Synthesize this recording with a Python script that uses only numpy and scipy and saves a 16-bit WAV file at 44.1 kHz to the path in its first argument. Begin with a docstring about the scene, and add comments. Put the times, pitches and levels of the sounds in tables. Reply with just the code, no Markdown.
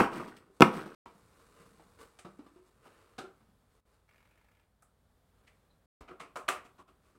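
"""Over a soft hum, a full drink carton is jerked and knocked twice close by; each time the drink slaps
a wall and falls back. A jacket rustles and soft bumps move away through a small, echoing room.
Further off, things knock in a refrigerator, its door creaks, then squeaks and rattles shut.
Four times along the way the sound briefly dips or cuts out."""
import sys
import numpy as np
from scipy import signal
from scipy.fft import rfft, irfft
from scipy.io import wavfile
from scipy.ndimage import uniform_filter1d, minimum_filter1d

SR = 44100
rng = np.random.default_rng(int(sys.argv[2]) if len(sys.argv) > 2 else 0)


def to_wav(sig):
    """Store sig (one row per channel, or 1-D mono) as 16-bit WAV at the path in sys.argv[1].

    Samples outside -1..1 are clipped; the rate is SR.
    """
    pcm = np.clip(np.atleast_2d(sig), -1, 1) * 32767
    pcm = np.round(pcm).astype(np.int16)
    wavfile.write(sys.argv[1], SR, pcm.T)  # frames by channels


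N = 316638
T = np.arange(N) / SR
TAIL = T[:SR // 2]  # the half second in which one short sound dies away

# Blows on the carton. Each row: start in seconds, level in dB, dent pitch in Hz, crack in dB above
# the blow, crack brightness in dB per octave, echo in dB above the blow.
CARTON_BLOWS = [(-0.014, -7.5, 963, -9.5, 1, -10), (0.0098, -23.5, 380, -43, 1.5, -14),
                (0.6, -41, 604.6, -11.5, 0, -5.5), (0.6074, -12.5, 379.5, -19.5, 3.5, -9),
                (0.614, -21.5, 450, -26, 0, -8.5), (0.6208, -4.5, 1188, -8.5, -1, -14.5),
                (0.623, -10.5, 262.5, -20.5, 0, -10)]
# Tones that ring at each blow: low room resonances and higher cardboard tones. Each row: pitch in Hz,
# relative level in dB, ring time in seconds. A ring time (t60) is how long a sound takes to fade by 60 dB.
BLOW_TONES = [(144, -17, 0.02), (234, 1, 0.073), (295, -1, 0.028), (364.5, -1.5, .04), (502, 1, 0.048),
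              (683, -7, 0.05), (805, -6.5, 0.038), (972, -1.5, 0.031), (1107, -4, 0.034), (1310, 2, .024),
              (1480, -8, .03), (1755, -9.5, 0.024), (2110, -9.5, 0.052), (2487, 0.5, 0.018)]
# Shakes of the drink. Each row: time of the slap in seconds, its strength in dB, seconds until the
# wave falls back, its strength in dB.
DRINK_SHAKES = [(0.0, -16, 0.2, -39.5), (0.634, -21.5, 0.165, -40)]
# Single splashes on the cardboard. Each row: time in seconds, strength in dB.
DRINK_SPLASHES = [(0.283, -62), (0.371, -60.5), (0.683, -59), (0.771, -64), (0.868, -63.5), (0.947, -66)]
# The compressor's hum. Each row: pitch in Hz, level in dB.
HUM_TONES = [(53.8, -78.5), (91.5, -81.5)]
# Steps and handled things. Each row: start in seconds, strength in dB, pitch in Hz, ring time in
# seconds, scuff in dB above the bump.
SOFT_BUMPS = [(0.5, -60.5, 382, 0.079, -21), (1.06, -54.5, 961, 0.01, 1.5), (1.797, -63.5, 810, 0.015, 3),
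              (2.248, -47, 190, 0.11, -2.5), (2.263, -52.5, 350, 0.042, -18), (2.391, -50, 289, 0.049, -8),
              (2.464, -58.5, 317, 0.06, -3), (2.56, -55.5, 366, 0.24, -8.5), (2.858, -66.5, 287.3, 0.1, 8),
              (3.405, -68, 220.6, 0.16, -1.5), (3.485, -66.5, 200.2, 0.1, -14),
              (6.009, -52.5, 60.3, 0.061, 0)]
# Arm strokes in the jacket. Each row: time and half length in seconds, rub and swish in dB.
ARM_STROKES = [(0.57, 0.043, -70.5, -75), (1.43, 0.086, -70, -76), (1.616, .07, -61, -72),
               (2.022, 0.033, -54, -62.5), (2.47, .03, -67.5, -78), (2.68, .03, -69, -75),
               (2.868, .03, -60, -72), (3.017, 0.2, -65, -76.5), (3.757, 0.054, -73.5, -80),
               (3.938, 0.073, -72.5, -80), (5.5, .2, -75.5, -86), (6.016, .015, -68, -69),
               (7.1, .08, -71.5, -80)]
# Refrigerator knocks. Each row: start in seconds, rattle length in milliseconds, cabinet and shelf
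# strength in dB, shelf pitch in Hz, click strength in dB, its brightness in dB per octave, its pitch in Hz.
FRIDGE_KNOCKS = [(2.187, 7.5, -67, -59, 1300, -58, -2, 8500), (3.18, 11.3, -44.5, -43, 1344, -49, -3, 3730),
                 (4.82, 9.2, -80, -68, 1313, -71.5, 9, 8900),
                 (5.469, 11.4, -88, -73, 1300, -65.5, -2.5, 2280),
                 (6.076, 18, -56.5, -53.5, 1280, -63.5, -8, 2220),
                 (6.106, 10.5, -50, -54, 1210, -75, 0.5, 2400),
                 (6.196, 15.4, -52.5, -47, 1120, -50.5, -2.5, 2250),
                 (6.356, 7.2, -51, -41.5, 1116, -50, -1, 2250),
                 (6.368, 5.2, -52.5, -45.5, 1230, -53.5, 3, 2320),
                 (6.4798, 9.6, -41.5, -36, 1156, -37.5, -5.5, 2420),
                 (6.486, 4.2, -59, -30.5, 1250, -35.5, 2, 2480),
                 (6.641, 20, -63.5, -60, 1225, -64.5, 0, 2322),
                 (6.778, 22, -60.5, -56, 1087, -66.5, -1, 2500),
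                 (6.877, 14, -67, -65.5, 1230, -72.5, -3, 2660),
                 (7.034, 34, -76.5, -78, 1190, -78, 3, 2500), (7.145, 19, -67, -71.5, 1170, -79, 2, 2480)]
# Tones of the cabinet. Each row: pitch in Hz, relative level in dB, ring time in seconds.
CABINET_MODES = [(198, -33, 0.13), (296, -3, 0.11), (378, 6.5, 0.076), (451, 3, 0.081), (556, -9, 0.16)]
# Tones of a shelf. Each row: multiple of its pitch, relative level in dB, ring time in seconds.
SHELF_MODES = [(.60, 3.5, 0.013), (.81, -4, 0.014), (0.951, -0.5, 0.035), (1.02, 0, 0.033),
               (1.118, -7, 0.031), (1.2, -17, 0.021), (1.7, -6.5, 0.0038)]
# How long the room echoes. Each row: frequency in Hz, ring time in seconds.
ROOM_RING_TIMES = [(100, .48), (260, .39), (1300, .33), (2600, .28), (5000, .235), (13000, .21)]
# Brief drop-outs. Each row: start in seconds, end in seconds, level change in dB.
DROPOUTS = [(.949, 1.057, -90), (3.805, 3.853, -12), (5.859, 6.007, -90), (6.83, 6.875, -6)]

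# Tone colours, from bass to treble. Each row: frequency in Hz, relative level in dB.
CRACK_COLOUR = [(100, -31), (300, -11.5), (1200, -2.5), (1900, -3.5), (2300, 3), (2650, 7.5), (3000, 0),
                (3400, 1), (3800, -8.5), (4600, -4), (5700, -9), (8000, -15.5), (11000, -22), (16000, -29)]  # cardboard cracking
GULP_COLOUR = [(70, -19.5), (150, -1), (230, -1.5), (350, -1), (600, -9), (900, -9.5), (1300, -6),
               (1800, -16.5), (2600, -21.5), (3600, -30), (8000, -49)]  # air pockets in the drink
SPRAY_COLOUR = [(700, -16.5), (2300, 3), (3500, 0), (5500, -5), (7400, -11.5), (8300, -3.5), (9500, -11),
                (16000, -17.5)]  # droplets
AIR_COLOUR = [(15, -41.5), (25, -13), (43, -5.5), (97, -6), (206, -12), (242, -11.5), (326, -21),
              (405, -15.5), (659, -18.5), (1520, -24.5), (2760, -34), (3430, -30.5), (6050, -38.5),
              (8590, -35.5), (16000, -40)]  # room air
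SCUFF_COLOUR = [(70, -14), (170, -2.5), (380, -2), (700, -5), (1200, -4), (1800, -15), (2800, -18.5),
                (5000, -27), (14000, -45.5)]  # the scuff of a bump
RUB_COLOUR = [(100, -20.5), (300, -10), (430, -1.5), (560, -7), (800, -14), (1280, -4), (1600, -13.5),
              (3000, -15), (6000, -28.5), (16000, -50)]  # dull cloth rub
SWISH_COLOUR = [(1000, -19.5), (3500, 4.5), (5600, -2), (8200, 0), (11000, -8), (16000, -14.5)]  # bright cloth swish
CLICK_COLOUR = [(100, -30), (400, -45), (1200, -5), (1900, 5), (2600, 3), (3400, -1), (5000, -4),
                (7200, -5), (8200, -5), (9800, -11), (11200, -17), (16000, -22.5)]  # loose refrigerator parts
HINGE_COLOUR = [(600, -4), (1200, -4.5), (1900, -4.5), (2250, -1), (2900, -11), (4000, -16.5), (6000, -21),
                (12000, -24)]  # the door's creak
ECHO_COLOUR = [(60, -9.5), (220, -2.5), (350, -1.5), (600, -1.5), (1200, -1.5), (2500, -2), (4000, -3.5),
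               (7000, -3), (8300, 1), (15000, 0)]  # the room's echoes

WALK_S, WALK_RISE_S, WALK_FALL_S = 1.7, 1, 1  # walking off is loudest at WALK_S, then fades with distance


def undb(db):
    """Turn decibels into a number to multiply by."""
    return 10 ** (np.asarray(db) / 20)


def level(x, db):
    """Set the average (rms) level of a lasting sound."""
    return x * undb(db) / np.sqrt(np.mean(x ** 2))


def burst(x, db):
    """Set the level of a short sound as if its energy lay within 10 ms."""
    return x * undb(db) * np.sqrt(SR / 100 / np.sum(x ** 2))


def at(points, hz):
    """Read between the rows of a frequency table, with octaves evenly spaced."""
    row_hz, value = np.transpose(points)
    return np.interp(np.log(np.maximum(hz, 1)), np.log(row_hz), value)


def through(x, response):
    """Make every sample of a sound set off the given ring or echo."""
    return signal.fftconvolve(x, response)[:len(x)]


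def colour(x, points, tilt_db=0):
    """Give a sound a tone colour; a positive tilt, in dB per octave, brightens it."""
    size = 4096
    hz = np.maximum(np.fft.rfftfreq(size, 1 / SR), 1)
    curve_db = at(points, hz) + tilt_db * np.log2(np.maximum(hz, 1000) / 3000)
    cepstrum = irfft(np.log(undb(curve_db)))
    # fold the filter so that it rings only after a sound, never before
    cepstrum[1:size // 2] *= 2
    cepstrum[size // 2 + 1:] = 0
    return through(x, irfft(np.exp(rfft(cepstrum))))


def fade(t60):
    """A curve that falls by 60 dB in t60 seconds."""
    return np.exp(-np.log(1000) * TAIL / max(t60, 1e-3))


def swell(s, rise_s, fall_s):
    """A curve that grows to 1 at time s and then dies away."""
    return np.exp(-(np.minimum(T - s, 0) / rise_s) ** 2 - np.maximum(T - s, 0) / fall_s)


def ring(modes):
    """Fading tones that ring after a tap, with little sound below the lowest one."""
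    swing = sum(undb(db) * np.sin(2 * np.pi * hz * TAIL) * fade(t60) for hz, db, t60 in modes)
    return signal.sosfilt(signal.butter(3, 0.58 * modes[0][0], "high", fs=SR, output="sos"), swing)


def add(out, s, x):
    """Mix a sound in at s seconds."""
    start = int(round(s * SR))
    x, start = x[max(-start, 0):], max(start, 0)
    out[start:start + len(x)] += x[:N - start]


def grains(per_s, spread_db, size=N):
    """Tiny random taps of uneven strength."""
    taps = (rng.random(size) < per_s / SR) * rng.choice([-1, 1], size)
    return taps * undb(spread_db * rng.standard_normal(size))


def room(build_s=0.0014):
    """Echoes for one spot in the room: bands of fading noise, with the treble dying first."""
    noise, hz = rfft(rng.standard_normal(len(TAIL))), np.fft.rfftfreq(len(TAIL), 1 / SR)
    edges = np.r_[0, np.geomspace(120, SR / 2, 17)]
    out = 0
    for lo, hi in zip(edges, edges[1:]):
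        band = irfft(noise * ((hz >= lo) & (hz < hi)), len(TAIL))
        band *= fade(at(ROOM_RING_TIMES, (lo + hi) / 2))
        band *= 1 - np.exp(-(TAIL / build_s) ** 2)
        out = out + band * np.sqrt((hi - lo) * 2 / SR / np.sum(band ** 2))  # equal energy per Hz
    return colour(out, ECHO_COLOUR)


def placed(x, direct_db, room_db):
    """The sound that arrives straight, plus its echoes."""
    return undb(direct_db) * x + undb(room_db) * through(x, room())


def carton(crack_t60=0.013, crumple=0.16, dent_q=1.1):
    """Each blow dents a wall and the cardboard cracks; soft dents sound low, a hard edge sounds high."""
    out, tones = np.zeros(N), ring(BLOW_TONES)
    for s, db, dent_hz, crack_db, tilt_db, room_db in CARTON_BLOWS:
        thud = signal.lfilter(*signal.iirpeak(dent_hz, dent_q, fs=SR), tones)
        snap = crumple * rng.standard_normal(len(TAIL)) * fade(crack_t60)
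        snap[0] += 1
        crack = burst(colour(snap, CRACK_COLOUR, tilt_db), db + crack_db)
        add(out, s, placed(burst(thud, db) + crack, 0, room_db))
    return out


def drink(slosh_s=1.1, cycles=14, glide=0.17, slap_spray_db=-25.5, wave_spray_db=-14, lead_s=0.035):
    """The drink slaps a wall and falls back. Air pockets ring and rise in pitch; droplets patter."""
    slosh = patter = 0
    rise_s, fall_s = 0.093, 0.075  # the wave that falls back
    for s, slap_db, back_s, wave_db in DRINK_SHAKES:
        slap = undb(slap_db) * swell(s, rise_s=0.012, fall_s=0.025)
        wave = undb(wave_db) * swell(s + back_s, rise_s, fall_s) * (T > s)
        early_drops = undb(wave_db + wave_spray_db) * swell(s + back_s - lead_s, rise_s / 2, fall_s)
        slosh += slap + wave
        patter += undb(slap_spray_db) * slap + early_drops
    patter += sum(undb(db) * swell(s, rise_s=0.0079, fall_s=0.01) for s, db in DRINK_SPLASHES)
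    pockets = np.zeros(N)
    for when, pitch, strength in rng.random((700, 3)):
        hz = 150 * 20 ** pitch  # starts between 150 and 3000 Hz
        t = TAIL[:int(2 * cycles / hz * SR)]
        age = t * hz / cycles
        pocket = np.sin(2 * np.pi * hz * t * (1 + glide * age)) * np.exp(-np.log(1000) * age)
        add(pockets, when * slosh_s, undb(7.7 * strength) * hz * pocket)
    span = int(slosh_s * SR)
    gulps = level(colour(pockets[:span], GULP_COLOUR), 0)
    spray = level(colour(grains(1300, 4, size=span), SPRAY_COLOUR), 0)
    wet = gulps * slosh[:span] + spray * patter[:span]
    return placed(np.pad(wet, (0, N - span)), direct_db=-0.61, room_db=-5.5)


def air_and_hum(air_db=-72, wanders_per_s=2.5):
    """Soft room air wanders a little in level while the compressor hums low."""
    steps = rng.standard_normal(64)
    wander_db = -1.98 * np.interp(T * wanders_per_s, np.arange(len(steps)), steps)
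    air = level(colour(rng.standard_normal(N), AIR_COLOUR), air_db) * undb(wander_db)
    hum = sum(level(np.sin(2 * np.pi * (hz * T + rng.random())), db) for hz, db in HUM_TONES)
    return air + hum


def bumps(scuff_t60=0.15):
    """Steps and handled things each give one dull ring and a short scuff."""
    out = np.zeros(N)
    for s, db, hz, t60, scuff_db in SOFT_BUMPS:
        scuff = colour(rng.standard_normal(len(TAIL)) * fade(scuff_t60), SCUFF_COLOUR)
        bump = burst(ring([(hz, 0, t60)]), db) + burst(scuff, db + scuff_db)
        add(out, s, placed(bump, direct_db=1.56, room_db=0.7))
    return out


def jacket(walk_rub_db=-67, walk_swish_db=-73.5):
    """Cloth rubs in many tiny slips while walking off; arm strokes add more rub and a bright swish."""
    walking = swell(WALK_S, WALK_RISE_S, WALK_FALL_S)
    rub, swish = undb(walk_rub_db) * walking, undb(walk_swish_db) * walking
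    for s, half_s, rub_db, swish_db in ARM_STROKES:
        stroke = swell(s, half_s, half_s)
        rub = np.hypot(rub, undb(rub_db) * stroke)
        swish = np.hypot(swish, undb(swish_db) * stroke)
    slips = placed(grains(1800, 3), direct_db=0, room_db=-2.5)
    return level(colour(slips, RUB_COLOUR), 0) * rub + level(colour(slips, SWISH_COLOUR), 0) * swish


def carton_thumps(hz=185, t60=0.036, db=-73):
    """The carried carton thumps faintly at random, fading with distance."""
    knocks = through(grains(per_s=9, spread_db=2.5), ring([(hz, 0, t60)]))
    return level(placed(knocks, direct_db=0, room_db=2), db) * swell(WALK_S, WALK_RISE_S, WALK_FALL_S)


def refrigerator(direct_db=0.6, click_ring=1.1, click_q=3, boost_db=6.0):
    """Each knock is a quick rattle of loose parts that clicks and sets cabinet and shelves ringing."""
    out, cabinet_ring = np.zeros(N), ring(CABINET_MODES)
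    for s, length_ms, cabinet_db, shelf_db, shelf_hz, click_db, tilt_db, click_hz in FRIDGE_KNOCKS:
        length_s = length_ms / 1000
        contacts = grains(8000, 3.7, size=len(TAIL)) * TAIL / length_s * np.exp(-(TAIL / length_s) ** 2)
        # the echoes build up for as long as the rattle lasts
        rattle = burst(contacts, direct_db) + burst(room(length_s), 0)
        cabinet = burst(through(rattle, cabinet_ring), cabinet_db)
        shelf_ring = ring([(ratio * shelf_hz, db, t60) for ratio, db, t60 in SHELF_MODES])
        shelf = burst(through(rattle, shelf_ring), shelf_db)
        click = colour(rattle, CLICK_COLOUR, tilt_db)
        click = click + click_ring * signal.lfilter(*signal.iirpeak(click_hz, click_q, fs=SR), click)
        add(out, s, cabinet + shelf + burst(click, click_db))
    return undb(boost_db) * out


def door_creak(start_s=4.08, length_s=0.56, slips_per_s=40, slowing=0.53, fade_db_per_s=11.5):
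    """The hinge creaks in uneven slips that slow down and fade as the door swings."""
    age = np.clip(T - start_s, 0, length_s)
    uneven = np.repeat(rng.standard_normal(N // 1000 + 1), 1000)[:N]
    rate = slips_per_s * np.exp(-slowing * age) * np.exp(0.4 * uneven)
    phase = np.cumsum(rate) / SR % 1
    pulses = 0.25 + np.exp(-phase / 0.17)  # each slip starts sharply, then eases
    slips = level(colour(grains(8000, 2.54) * pulses, HINGE_COLOUR), 0)
    return slips * undb(-69 - fade_db_per_s * age) * (age > 0) * (age < length_s)


def door_squeak(start_s=5.703, rise_s=0.009, hz=4040, roughness=0.04):
    """The hinge gives one tiny squeak, made rough by its trembling pitch."""
    jitter = np.repeat(rng.standard_normal(N // 64 + 1), 64)[:N]
    tone = np.sin(2 * np.pi * np.cumsum(hz * (1 + roughness * jitter)) / SR)
    return undb(-70.5) * tone * np.exp(-((T - start_s) / rise_s - 1) ** 2)


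def scene():
    """All the sounds meet at one microphone."""
    mix = carton() + drink() + refrigerator() + bumps() + carton_thumps() + jacket()
    hinge = placed(door_creak() + door_squeak(), direct_db=-1.6, room_db=-4)
    return (mix + hinge + air_and_hum())[None]


def record(dry, top_hz=15900):
    """The sound drops out briefly, a fast limiter holds the loudest blow and the top treble is cut."""
    gain = np.ones(N)
    for start, end, db in DROPOUTS:
        gain[(T > start) & (T < end)] = undb(db)
    sound = dry * uniform_filter1d(gain, size=64)
    safe_gain = 1 / np.maximum(abs(sound), 1)
    limiter = uniform_filter1d(minimum_filter1d(safe_gain, size=45), size=45)
    return signal.sosfilt(signal.ellip(10, .2, 80, top_hz, fs=SR, output="sos"), sound * limiter)


dry = scene()
out = record(dry)
to_wav(out)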